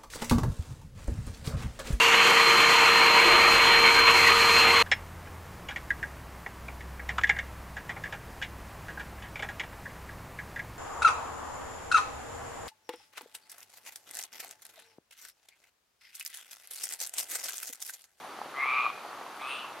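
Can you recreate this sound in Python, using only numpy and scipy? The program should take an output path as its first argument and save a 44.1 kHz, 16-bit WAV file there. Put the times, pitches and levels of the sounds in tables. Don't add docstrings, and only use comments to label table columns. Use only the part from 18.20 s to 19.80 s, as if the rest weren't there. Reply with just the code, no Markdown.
import sys
import numpy as np
from scipy import signal
from scipy.fft import rfft, irfft
from scipy.io import wavfile
from scipy.ndimage import uniform_filter1d

SR = 44100
rng = np.random.default_rng(int(sys.argv[2]) if len(sys.argv) > 2 else 0)


def dump(signal):
    limited = np.clip(np.atleast_2d(signal).T, -1, 1)
    pcm = np.round(limited * 32767).astype(np.int16)
    wavfile.write(sys.argv[1], SR, pcm)


N = 70560

# frequency in Hz, relative level in dB.
HUSH_TONE = [(25, -44), (50, -31), (105, -23), (138, -14.5), (170, -19), (210, -13.5), (330, -7.5),
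             (450, -8), (820, -3), (1220, -1.5), (1700, -10), (2600, -14.5), (4200, -18.5), (5100, -23),
             (6400, -23.5), (7600, -29), (10300, -27.5), (12000, -32), (13700, -32.5), (15600, -40)]
# frequency in Hz, side level minus middle level in dB.
HUSH_SPREAD = [(60, -12), (500, -16), (1200, -14.5), (2500, -8), (5000, -8), (9000, -1), (12500, 0)]
# pitch in Hz, band width in Hz, flutters per second,
# level in dB, left minus right in dB.
INSECT_TRILLS = [(4557, 310, 30, -68, 3), (11010, 210, 45, -71, 3)]
# pitch in Hz, band width in Hz, level in dB before panning.
INSECT_BUZZ = [(12660, 250, -74), (13400, 1200, -73)]
# start in seconds, level in dB, pitch in Hz, fade time in seconds.
CLEAR_TAPS = [(.045, -32, 766, .003), (0.189, -27, 755, 0.00054), (.2155, -21.5, 880, 0.0013),
              (.259, -31.5, 520, 0.00097), (0.371, -31.5, 900, 0.0027), (.383, -33.5, 670, 0.0045),
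              (.457, -24.5, 850, 0.0011), (0.646, -30, 680, 0.0021), (.676, -31.5, 690, 0.0014),
              (.777, -32.5, 1010, 0.0016), (.849, -29, 890, 0.0019), (.863, -32.5, 684, 0.0012),
              (0.93, -31, 1170, 0.0015), (1.0135, -27.5, 640, 0.001), (1.064, -32, 990, 0.0022),
              (1.214, -30.5, 910, 0.0022), (1.445, -28.5, 1050, 0.0024), (1.52, -35, 840, 0.0012)]
# delay in cycles of that tone, level in dB compared with the pulse.
PULSE_BOUNCES = [(5, -15.5), (10, -8)]
# time in seconds, pulses per second.
FAINT_PULSE_RATE = [(1.195, 130.3), (1.3, 136.5), (1.38, 129.6), (1.45, 112)]
LOUD_PULSE_RATE = [(.3405, 138), (.43, 137), (.47, 129.5), (.6, 127), (.66, 117), (.715, 97)]
# time in seconds, bright pitch in Hz,
# then the levels in dB of the bright tone, the low tone and the rasp.
FAINT_SHAPE = [(1.195, 2260, -40, -43, -55), (1.224, 2420, -37.5, -34, -51), (1.27, 2624, -35, -33, -46),
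               (1.322, 2660, -28, -34.5, -42), (1.345, 2750, -37.5, -34.5, -44.5),
               (1.395, 2965, -37.5, -38.5, -45), (1.435, 2860, -44, -38, -62),
               (1.45, 2690, -35, -36.5, -73)]
LOUD_SHAPE = [(.34, 1920, -41.5, -37, -61), (0.383, 2060, -29.5, -33.5, -52.5),
              (0.423, 2143, -22.5, -28.5, -51), (0.464, 2270, -26, -26.5, -47),
              (0.488, 2360, -22, -27, -44.5), (.57, 2395, -22, -24.5, -47), (.622, 2405, -23.5, -26, -44),
              (.645, 2475, -30, -25.5, -45.5), (.664, 2434, -25.5, -20.5, -46),
              (0.673, 2500, -58, -31.5, -48), (0.697, 2400, -33, -28, -44.5), (.715, 2400, -45, -42, -58)]
# time in seconds, pitch in Hz, level in dB.
WHISTLE_SHAPE = [(1.265, 9800, -55), (1.3, 9600, -47.5), (1.34, 9300, -49.5), (1.385, 9020, -53.5),
                 (1.4, 9000, -63), (1.44, 8950, -68)]


def undb(db):
    return 10 ** (np.asarray(db) / 20)


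def unit(x):
    return x / np.sqrt(np.mean(x ** 2))


def pan(db):
    return undb(np.array([[db], [-db]]) / 2)


def curve(table, t):
    table = np.array(table, float)
    return [np.interp(t, table[:, 0], column) for column in table.T[1:]]


def colour(points):
    hz, db = np.array(points, float).T
    f = np.arange(N // 2 + 1) * SR / N + 1
    return undb(np.interp(np.log(f), np.log(hz), db))


def band(x, hz, width_hz):
    f = np.arange(N // 2 + 1) * SR / N + 1
    return irfft(rfft(x) / (1 + 1j * (f - hz ** 2 / f) / width_hz) ** 2, N)


def wander(per_second):
    step = int(SR / per_second)
    stairs = np.repeat(rng.standard_normal(N // step + 1), step)
    return unit(uniform_filter1d(stairs, step)[:N])


def rings(times, hz, db, rise_s, fade_s, size=1500):
    out = np.zeros((2, N + size))
    for start, pitch, gain, fade in zip(*np.broadcast_arrays(times, hz, undb(db), fade_s)):
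        i = int(np.clip(start * SR, 0, N - 1))
        age = np.maximum((i + np.arange(size)) / SR - start, 0)
        swell = np.sin(np.pi / 2 * np.minimum(age / rise_s, 1)) ** 2
        outline = gain * swell * np.exp(-np.maximum(age - rise_s, 0) / fade)
        out[:, i:i + size] += outline * np.sin(2 * np.pi * pitch * age), outline
    return out[:, :N]


def among_reeds(x, pan_db, reeds_db, echo_db):
    t = np.arange(N) / SR

    def scatter(fade_s, width):
        noise = rng.standard_normal(N) + width * np.array([[1], [-1]]) * rng.standard_normal(N)
        tail = noise * np.exp(-t / fade_s) * (t > .002)
        tail /= np.sqrt(np.sum(tail ** 2) / 2)
        return irfft(rfft(tail, 2 * N) * rfft(x, 2 * N))[:, :N]
    near = undb(reeds_db) * scatter(fade_s=.0023, width=1)
    echo = scatter(fade_s=.47 / np.log(1000), width=.27)
    far = undb(echo_db) * band(echo, 2310, 3000)
    return (x + near + far) * pan(pan_db)


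def hush():
    middle, side = (rfft(rng.standard_normal(N)) * colour(HUSH_TONE) for _ in range(2))
    middle, side = irfft(middle, N), irfft(side * colour(HUSH_SPREAD), N)
    gain = undb(-44.5) / np.std(middle)
    flicker = (undb(.9 * wander(per_second=70)) - 1) * band(middle, 880, 1700)
    return gain * (middle + flicker + side * np.array([[1], [-1]]))


def insects(ticks_per_second=98, tick_fade_s=.0015):
    trills = 0
    for hz, width, rate, db, pan_db in INSECT_TRILLS:
        noise = rng.standard_normal(N) + 1.3 * rng.standard_normal((2, N))
        trill = band(noise, hz, width) * undb(2.8 * wander(rate))
        trills = trills + unit(trill) * undb(db) * pan(pan_db)
    tick_age = np.arange(N) / SR % (1 / ticks_per_second)
    ticks = np.exp(-tick_age / tick_fade_s) * rng.standard_normal((2, N))
    buzz = sum(undb(db) * unit(band(ticks, hz, width)) for hz, width, db in INSECT_BUZZ)
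    return trills + buzz * pan(-9)


def taps(patter_count=70, rise_s=.000735):
    starts, db, hz, fade_s = np.array(CLEAR_TAPS).T
    clear = rings(starts, hz, db, rise_s, fade_s)[0]
    times = rng.uniform(0, N / SR, patter_count)
    pitch, strength = rng.standard_normal((patter_count, 2)).T
    patter_db = -49 + 3 * np.minimum(strength, 2)
    patter = rings(times, 1020 * np.exp(.3 * pitch), patter_db, rise_s, fade_s=.0033)[0]
    bass_cut = signal.butter(2, 220, "high", fs=SR, output="sos")
    return among_reeds(signal.sosfilt(bass_cut, clear + patter), pan_db=.7, reeds_db=-10, echo_db=-3)


def throat_pulses(rate, jitter_s):
    t = np.arange(rate[0][0], rate[-1][0], 1 / SR)
    cycles = np.cumsum(curve(rate, t)[0]) / SR
    times = np.interp(np.arange(int(cycles[-1]) + 1), cycles, t)
    return times + jitter_s * rng.standard_normal(len(times))


def croak(times, shape, low_hz, low_fade_s, bright_fade_s, rise_s, uneven_db, rough_s,
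          rasp_hz, rasp_width_hz, rasp_fade_s):
    hz, bright_db, low_db, rasp_db = curve(shape, times)
    low_bend, low_size, bright_bend, bright_size, low_lag = rng.standard_normal((len(times), 5)).T
    low = rings(times + rough_s * low_lag, low_hz * (1 + .032 * low_bend),
                low_db + uneven_db * low_size, 1.35 * rise_s, low_fade_s)[0]
    hz = hz * (1 + .0031 * bright_bend)
    bright = rings(times, hz, bright_db + uneven_db * bright_size, rise_s, bright_fade_s)[0]
    for cycles, db in PULSE_BOUNCES:
        lag, size = rng.standard_normal((len(times), 2)).T
        bounce_times = times + cycles / hz + .00005 * lag
        bright += rings(bounce_times, hz, bright_db + db + 2.5 * size, rise_s, bright_fade_s)[0]
    puffs = rings(times, hz, rasp_db, 1.1 * rise_s, rasp_fade_s)[1]
    air = band(band(rng.standard_normal(N), rasp_hz, rasp_width_hz), rasp_hz, rasp_width_hz)
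    return low + bright + puffs * unit(air)


def whistle(times):
    times = times[times > WHISTLE_SHAPE[0][0]]
    hz, db = curve(WHISTLE_SHAPE, times)
    waver = 1 + .0071 * rng.standard_normal((len(times), 2)).T
    upper = rings(times, hz * waver[0], db, rise_s=.0018, fade_s=.0021)[0]
    lower = rings(times, hz * waver[1] * .925, db - 5, rise_s=.0015, fade_s=.0014)[0]
    from_peak_s = np.arange(N) / SR - WHISTLE_SHAPE[1][0]
    swell = undb(-62.5) * np.exp(-(from_peak_s / .09) ** 2 / 2)
    hiss = unit(band(rng.standard_normal(N), hz=8670, width_hz=1300))
    return upper + lower + swell * hiss


def faint_frog():
    times = throat_pulses(FAINT_PULSE_RATE, jitter_s=.00019)
    voice = croak(times, FAINT_SHAPE, low_hz=1212, low_fade_s=.0023, bright_fade_s=.0014,
                  rise_s=.00097, uneven_db=1.9, rough_s=.00017,
                  rasp_hz=3370, rasp_width_hz=2200, rasp_fade_s=.0026)
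    return among_reeds(voice + whistle(times), pan_db=.7, reeds_db=-5.5, echo_db=-.5)


def loud_frog():
    times = throat_pulses(LOUD_PULSE_RATE, jitter_s=.0001)
    voice = croak(times, LOUD_SHAPE, low_hz=1185, low_fade_s=.003, bright_fade_s=.0017,
                  rise_s=.0015, uneven_db=1.65, rough_s=.00015,
                  rasp_hz=3220, rasp_width_hz=2360, rasp_fade_s=.0039)
    return among_reeds(voice, pan_db=.6, reeds_db=-10, echo_db=-5.5)


def scene():
    return loud_frog() + faint_frog() + taps() + insects() + hush()


def record(dry, top_hz=15550):
    return signal.sosfilt(signal.ellip(10, .2, 80, top_hz, fs=SR, output="sos"), dry)


dry = scene()
out = record(dry)
dump(out)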